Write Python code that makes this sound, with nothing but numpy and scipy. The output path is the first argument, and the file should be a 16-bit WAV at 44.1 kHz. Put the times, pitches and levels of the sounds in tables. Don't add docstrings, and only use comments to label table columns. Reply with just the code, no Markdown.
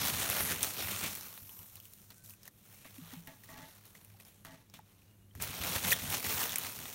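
import sys
import numpy as np
from scipy import signal
from scipy.io import wavfile

SR = 44100
rng = np.random.default_rng(int(sys.argv[2]) if len(sys.argv) > 2 else 0)


def rack_gain(trim_db):
    fader = np.asarray(trim_db, float)
    return 10 ** (fader / 20)


def master(y):
    cut = np.clip(np.atleast_2d(y).T, -1, 1)
    pcm = np.round(cut * 32767)
    wavfile.write(sys.argv[1], SR, pcm.astype(np.int16))


N = 306336
TIME = np.arange(N) / SR
COARSE_STEP = 32
COARSE = TIME[::COARSE_STEP]

# time_s, crackle_db, dull_against_crackle_db
STIR = [(0, -38.5, 0.5), (0.58, -41.5, -3.5), (0.73, -47.5, -9), (1.1, -43, -5.5), (1.25, -50, -4),
        (1.5, -56.5, -9.5), (2.05, -60.5, -9.5), (2.4, -75, -2), (2.6, -65, -10), (3.05, -58, -6),
        (3.41, -65, -10), (4.15, -66.5, -2.5), (4.4, -72.5, -2.5), (5.2, -86, 7), (5.39, -90, -16),
        (5.4, -49.5, 2.5), (6.0, -45.5, -11), (6.95, -46.5, -4.5)]
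# peak_s, rise_s, fall_s, crackle_db, dull_against_crackle_db
SQUEEZES = [(0.036, 0.29, 0.34, -35, -4), (0.2, 0.074, 0.17, -37.5, -3), (0.32, 0.12, 0.18, -35, -4.5),
            (0.413, 0.27, 0.014, -35.5, -1), (0.517, 0.23, 0.064, -37, -1), (0.634, 0.06, 0.12, -35.5, -1),
            (0.803, .1, 0.11, -38, -0.5), (0.934, 0.24, 0.19, -40, -0.5), (1.041, 0.096, 0.15, -38.5, 0),
            (5.425, 0.024, 0.16, -38.5, -6), (5.66, 0.16, 0.19, -39, -1), (5.758, 0.2, 0.11, -37.5, 0.5),
            (5.85, 0.07, 0.29, -36, 0.5), (5.926, .09, .025, -28, -11), (6.153, 0.19, 0.09, -34.5, -1.5),
            (6.258, .07, 0.54, -36, -0.5), (6.399, 0.026, 0.18, -32.5, -4.5), (6.6, 0.08, 0.25, -45, -8),
            (6.666, 0.26, 0.072, -48, 3.5)]
# peak_s, rise_s, fall_s, crackle_db, dull_against_crackle_db
SHIFTS = [(1.6, .2, .2, -64, -2), (1.76, .02, .08, -59, 1), (2.104, .005, .06, -59, 4),
          (2.17, .06, .08, -60, -12), (2.245, .02, .15, -56, -10), (2.306, .05, .05, -52, -12),
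          (2.478, .1, .015, -57, -1), (2.732, .2, .25, -59, -2), (2.847, .005, .15, -59, 1),
          (3.14, .3, .1, -54, -1.5), (3.274, .005, .12, -57, 0), (3.437, .004, .06, -54, -5),
          (3.61, .3, .3, -59, 3), (3.852, .005, .15, -59, -4), (3.95, .005, .1, -57, 0),
          (4.2, .004, .05, -56, -2), (4.252, .005, .2, -59, -4), (4.45, .004, .14, -56, 3),
          (4.544, .05, .08, -66, 6), (4.74, .004, .06, -53, 2.5), (4.89, .1, .5, -67, -3.5),
          (5.354, .003, .3, -61, -3), (3.49, .003, .35, -57, 0), (3.751, .003, .2, -61, -7)]
# pitch_hz, level_db (per Hz)
DULL_TONE = [(180, 0), (300, -5), (432, -3), (1270, -1.5), (1760, -3), (2040, -0.5), (3370, -3), (4910, -2),
             (6000, 9), (7800, -25.5), (13200, -120)]
# pitch_hz, level_db (per Hz)
BRIGHT_TONE = [(2350, -49), (4000, -8.5), (4900, -6), (5970, 2), (10400, 0), (11400, 4), (15000, 7.5),
               (16000, 2.5)]
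# time_s, level_db
FILM_SLIDE = [
    (1.1, -60),
    (1.3, -57),
    (1.62, -54),
    (1.7, -63),
    (2.1, -73),
    (2.2, -90),
]
# time_s, peak_db, low_part_db, ringing_part_db, ringing_hz
GRIP_SNAPS = [ (0.077, -22, -22, -8, 3400), (0.299, -11, -22, -24, 2230), (0.883, -26, -10, -12, 2650),
              (1.151, -21, -32, -22, 2200), (1.209, -28, -24, -8, 5430), (5.422, -13, -30, -26, 3300),
              (5.637, -23, -12, -14, 2300), (5.76, -20, -12, -14, 1880), (5.837, -22, -16, -8, 4400),
              (6.101, -17, -34, -16, 3400), (6.14, -18, -18, -19, 2000), (6.247, -23, -22, -8, 2150),
              (6.432, -17, -32, -13, 2870), (6.52, -21, -30, -11, 3500), (6.583, -11, -38, -23, 3000),
              (0.405, -21, -7, -13, 2090), (0.6295, -5, -34, -19, 3600), (5.351, -38, -6, -18, 3000),
              (5.4, -36, -5, -8, 2300), (6.493, -25, -28, -3, 3550), (5.907, -18, -40, -1, 4200),
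              (5.918, -11, -26, -8, 2490), (5.9235, -12, -40, -7, 1850), (5.929, -11, -40, -7, 3500)]
# time_s, peak_db, low_part_db, ringing_part_db, ringing_hz
LIFT_TICKS = [(1.3758, -32, -16, -11, 3950), (1.493, -32.5, -31, -12, 3020), (1.5898, -31, -36, -17, 2920),
              (1.629, -36, -23, -17, 3320), (1.6784, -46, -32, -21, 4570), (1.7552, -29, -37, -21, 2810),
              (1.7684, -37.5, -26, -4, 4200), (1.8, -28.5, -41, -19, 3120), (1.8532, -33, -40, -16, 2970),
              (1.935, -32.5, -37, -18, 3970), (2.1033, -39, -24, -5, 4480), (2.143, -41, -36, -28, 2760),
              (2.1807, -39, -33, -29, 2850), (2.2383, -40, -34, -24, 4480), (2.2597, -39, -35, -10.5, 3800),
              (2.2952, -34, -32, -13, 4590), (2.3054, -40, -34, -12, 2740), (2.3358, -38, -29, -16, 2610),
              (2.4313, -36, -36, -11, 5300), (2.4545, -39, -28, -15, 2710), (2.4773, -28.5, -26, -21, 1800)]
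# time_s, peak_db, low_part_db,
# ringing_part_db, ringing_hz
BIN_TICKS = [(1.339, -36, -24, -14, 3390), (2.8454, -40, -15, -14, 1900), (3.1128, -44.5, -21, -7.5, 1910),
             (3.272, -33.5, -16, -19, 1820), (3.435, -39, -26, -13, 1890), (3.488, -40, -16, -11, 1900),
             (3.7495, -50, -26, -13, 5480), (3.8531, -39, -23, -18, 5460), (3.9504, -46, -27, -5, 2060),
             (4.0467, -36.5, -35, -21, 2680), (4.2002, -39, -23, -12, 2540), (4.2492, -42, -26, -5, 5380),
             (4.4486, -31.5, -17, -16, 1920), (4.6978, -43, -18, -5, 5200), (4.7391, -39, -19, -21, 1960),
             (4.789, -40, -14, -26, 1910), (5.019, -56, -13, -4.5, 2580), (5.1114, -57, -15, -8, 2560),
             (6.5576, -8.5, -38, -19.5, 2270), (6.6462, -27, -12.5, -12, 2200), (6.8547, -32, -8, -6, 3610),
             (6.8997, -28, -13, -12.5, 2930)]
# time_s, rumble_db
BUMPS = [(0.01, -44.5), (0.146, -41), (0.413, -40.5), (0.519, -39.5), (0.632, -47.5), (0.853, -43),
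         (1.04, -45), (1.43, -53.5), (1.6, -53.5), (1.77, -59), (4.8, -59), (5.364, -41.5), (5.411, -46),
         (5.45, -45.5), (5.5, -45), (5.611, -43.5), (5.68, -52), (5.768, -38), (5.941, -48), (6.03, -43.5),
         (6.09, -41.5), (6.149, -52.5), (6.282, -46), (6.52, -50), (6.782, -50), (6.91, -62)]
# pitch_hz, level_db (per Hz)
RUMBLE_TONE = [(18, -47), (30, -59), (68, 6.5), (92, 4), (145, 1.5), (209, 2), (364, -16), (500, -20.5),
               (650, -40), (1100, -120)]
# pitch_hz, level_against_bump_db, time_to_fall_60_db_s
WALLS = [(97, -4.5, 0.19), (167, -7.5, 0.093)]
# start_s, hold_s, fall_s, level_db
SCRAPES = [
    (2.852, 0.0057, .035, -57),
    (3.125, .002, 0.098, -61),
    (3.277, 0.012, 0.086, -53),
    (3.492, .15, 0.065, -56.5),
    (4.452, 0.076, 0.12, -59.5),
    (4.74, .05, .04, -69),
]
# pitch_hz, level_db, time_to_fall_60_db_s
BIN_RINGS = [(167, -4.5, 0.44), (260.5, 2, 0.098), (570, -26, .04), (656, -3, 0.16), (872, 1.5, 0.076),
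             (980, -7, 0.07), (1132, -6.5, 0.095), (1210, -12.5, 0.073), (1690, -4, 0.079),
             (1884, -0.5, 0.061), (2000, -6, 0.051), (2100, -20, .03)]
# time_s, pitch_hz, peak_db, time_to_fall_60_db_s
KNOCKS = [
    (2.982, 260, -38.5, 0.097),
    (3.012, 166, -43, 0.27),
    (3.13, 257, -38, 0.095),
    (3.163, 168, -40.5, 0.25),
    (3.275, 180, -59, .08),
    (4.792, 860, -40, 0.029),
    (4.145, 790, -55, 0.043),
    (5.31, 1950, -67.5, .03),
    (5.31, 3130, -60, 0.033),
]
# pitch_hz, level_db (per Hz)
ROOM_TONE = [(18, -56), (30, -16.5), (165, -11.5), (199, -22), (345, -22), (461, -25.5), (666, -32),
             (2830, -40), (9970, -38), (10800, -39), (16000, -37.5)]
# pitch_hz, width_hz, level_db
HUM = [(100, 9.4, -66), (201, 23, -73.5)]
# start_s, end_s, pitch_hz, width_hz, level_db
WHINES = [
    (2.15, 2.36, 1530, 12, -78),
    (1.47, 1.66, 950, 350, -70),
    (1.5, 2.0, 2860, 60, -84),
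    (4.98, 5.33, 2860, 12, -84),
    (5.19, 5.26, 2560, 40, -85),
    (5.13, 5.36, 10870, 40, -83),
]
# pitch_hz, width_hz, depth_0_to_1
HOUSING_DIPS = [(4870, 1240, 0.52), (7680, 1340, 0.37), (10430, 780, 0.49)]


def rms_one(x):
    return x / np.sqrt(np.mean(x ** 2) + 1e-20)


def in_time(rows):
    s, *columns = np.transpose(rows)
    return [np.interp(TIME, s, column) for column in columns]


def drift(rate_hz):
    r = np.exp(-2 * np.pi * rate_hz / SR)
    noise = rng.standard_normal(N + SR)
    return rms_one(signal.lfilter([1], [1, -2 * r, r * r], noise)[SR:])


def die_away(clicks, tail_s):
    return signal.lfilter([1], [1, -np.exp(-1 / (tail_s * SR))], clicks)


def ring(clicks, hz, t60):
    r, w = rack_gain(-60 / (t60 * SR)), 2 * np.pi * hz / SR
    return signal.lfilter([0, np.sin(w)], [1, -2 * r * np.cos(w), r * r], clicks + 1e-18)


def resonance(x, hz, width):
    r = np.exp(-np.pi * width / SR)
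    feed = np.array([1, 0, -1]) * (1 - r * r) / 2
    return signal.lfilter(feed, [1, -2 * r * np.cos(2 * np.pi * hz / SR), r * r], x)


def band(x, low_hz, high_hz):
    sos = signal.butter(2, [low_hz, min(high_hz, .45 * SR)], "band", fs=SR, output="sos")
    return signal.sosfilt(sos, x + 1e-18)


def colour(source, tone):
    hz, db = np.transpose(tone)
    edges = hz[0] * 2 ** np.arange(0, np.log2(hz[-1] / hz[0]) + .5, .5)
    total = 0
    for low, high in zip(edges, edges[1:]):
        level_db = np.interp(np.log(np.sqrt(low * high)), np.log(hz), db)
        total = total + rack_gain(level_db) * band(source(), low, high)
    return rms_one(total)


def swell(peak_s, rise_s, fall_s, db, hold_s=0):
    early = np.maximum(peak_s - COARSE, 0) / max(rise_s, .002)
    late = np.maximum(COARSE - peak_s - hold_s, 0) / max(fall_s, .002)
    return rack_gain(2 * (db - 20 * np.minimum(early + late, 8)))


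def hand():
    stir_db, dull_part_db = (column[::COARSE_STEP] for column in in_time(STIR))
    bright = rack_gain(2 * stir_db)
    dull = rack_gain(2 * (stir_db + dull_part_db))
    for s, rise_s, fall_s, db, part_db in [*SQUEEZES, *SHIFTS]:
        power = swell(s, rise_s, fall_s, db)
        bright = bright + power
        dull = dull + power * rack_gain(2 * part_db)
    rumble = rack_gain(2 * -52) * (dull / rack_gain(-80)) ** .6
    for s, db in BUMPS:
        rumble += swell(s, rise_s=0.028, fall_s=0.15, db=db - 3.5)
    return [np.interp(TIME, COARSE, 10 * np.log10(power)) for power in (dull, bright, rumble)]


def crackle(tone, cells, tail_s, rub_db, own_db):
    def burst():
        strength = cells * rack_gain(own_db * rng.uniform(-0.39, 1, N))
        sharp = rms_one(die_away(strength, tail_s))
        crumple = rms_one(die_away(strength, .005))
        rub = rack_gain(rub_db + 3.1 * drift(4.5))
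        return (sharp + .45 * crumple + rub) * rng.standard_normal(N)
    return colour(burst, tone)


def foam(dull_db, bright_db):
    cells_per_s = 850.0
    born = rng.random(N) < cells_per_s / SR
    cells = born * rack_gain(4.0 * np.minimum(rng.exponential(1, N), 3.5))
    dull = crackle(DULL_TONE, cells, tail_s=.0006, rub_db=0.0, own_db=10.0)
    bright = crackle(BRIGHT_TONE, cells, tail_s=.0002, rub_db=2.0, own_db=6.0)
    return rack_gain(dull_db + 0.77) * dull + rack_gain(bright_db + 0.83) * bright


def snaps():
    rows = np.concatenate([GRIP_SNAPS, LIFT_TICKS, BIN_TICKS])
    s, peak_db, low_db, ring_db, ring_hz = np.transpose(rows)
    peak_db = peak_db + 0.5
    at = ((s + .001) * SR).astype(int)
    out = np.zeros(N)
    # low_hz, high_hz, level_db, tail_s
    parts = [(600, 2300, low_db + 15.5, 0.00042),
             (5560, 10200, -3.0, 0.00037),
             (10800, 33000, 1.2, 0.00036)]
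    for low_hz, high_hz, part_db, tail_s in parts:
        clicks = np.zeros(N)
        clicks[at] = rack_gain(peak_db + part_db)
        random_signs = np.sign(rng.standard_normal(N))
        out += band(die_away(clicks, tail_s) * random_signs, low_hz, high_hz)
    since = np.arange(SR // 100) / SR
    for i, db, hz in zip(at, peak_db + ring_db + 4.5, ring_hz):
        shape = np.minimum(since * hz / 2, 1) * rack_gain(3 - 60 * since * hz / 18)
        tone = rack_gain(db) * shape * np.sin(2 * np.pi * hz * since)
        out[i:i + len(since)] += tone[:N - i]
    return out


def reflections(x):
    since = np.arange(SR // 8) / SR
    tail = band(rng.standard_normal(len(since)) * rack_gain(-60 * since / .05), 400, 12000)
    return rack_gain(-8) * signal.fftconvolve(x, tail / np.sqrt(np.sum(tail ** 2)))[:N]


def film():
    level = rack_gain(in_time(FILM_SLIDE)[0]) * (TIME > FILM_SLIDE[0][0])
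    return level * rms_one(band(rng.standard_normal(N), 11500, 15000))


def box(rumble_db):
    lumpy = rack_gain(2.5 * drift(14.0))
    boom = colour(lambda: lumpy * rng.standard_normal(N), RUMBLE_TONE)
    boom_level = np.sqrt(np.maximum(rack_gain(2 * rumble_db) - rack_gain(-124.0), 0))
    s, db = np.transpose(BUMPS)
    pushes = np.zeros(N)
    pushes[((s - .01).clip(0) * SR).astype(int)] = rack_gain(db)
    thud = sum(rack_gain(wall_db + 6) * ring(pushes, hz, t60) for hz, wall_db, t60 in WALLS)
    thud = signal.lfilter([.03], [1, -.97], thud)
    return boom_level * boom + band(thud, 45, 500)


def bin_sounds():
    power = sum(swell(s, 0.0038, fall_s, db, hold_s) for s, hold_s, fall_s, db in SCRAPES)
    level = np.interp(TIME, COARSE, np.sqrt(power))
    slips_per_s = 1800.0
    slips = (rng.random(N) < slips_per_s / SR) * rng.standard_normal(N)
    ringing = sum(rack_gain(db) * ring(slips, hz, t60) for hz, db, t60 in BIN_RINGS)
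    out = rack_gain(3.5) * level * rms_one(ringing)
    for s, hz, db, t60 in KNOCKS:
        since = np.maximum(TIME - s, 0)
        shape = rack_gain(db - 60 * since / t60) * np.minimum(since * hz / 2, 1)
        out += shape * np.sin(2 * np.pi * hz * since)
    return out


def room():
    out = rack_gain(-66) * colour(lambda: rng.standard_normal(N), ROOM_TONE)
    for hz, width, db in HUM:
        hum = resonance(rng.standard_normal(N), hz, width)
        out += rack_gain(db) * rms_one(resonance(hum, hz, 2 * width))
    for start, end, hz, width, db in WHINES:
        gate = np.clip(np.minimum(TIME - start, end - TIME) / 0.025, 0, 1)
        whine = resonance(rng.standard_normal(N), hz, width)
        out += rack_gain(db) * gate * rms_one(resonance(whine, hz, width))
    return out


def scene():
    dull_db, bright_db, rumble_db = hand()
    sharp = snaps()
    packing = foam(dull_db, bright_db) + film() + sharp + reflections(sharp)
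    return (packing + box(rumble_db) + bin_sounds() + room())[None]


def roll_off(x):
    return signal.sosfilt(signal.butter(12, 17040, fs=SR, output="sos"), x)


def record(dry):
    for hz, width, depth in HOUSING_DIPS:
        dry = dry - np.clip(depth, 0, 1) * resonance(dry, hz, width)
    top_cut = signal.ellip(12, .5, 50, 15800, fs=SR, output="sos")
    return roll_off(signal.sosfilt(top_cut, dry))


dry = scene()
out = record(dry)
master(out)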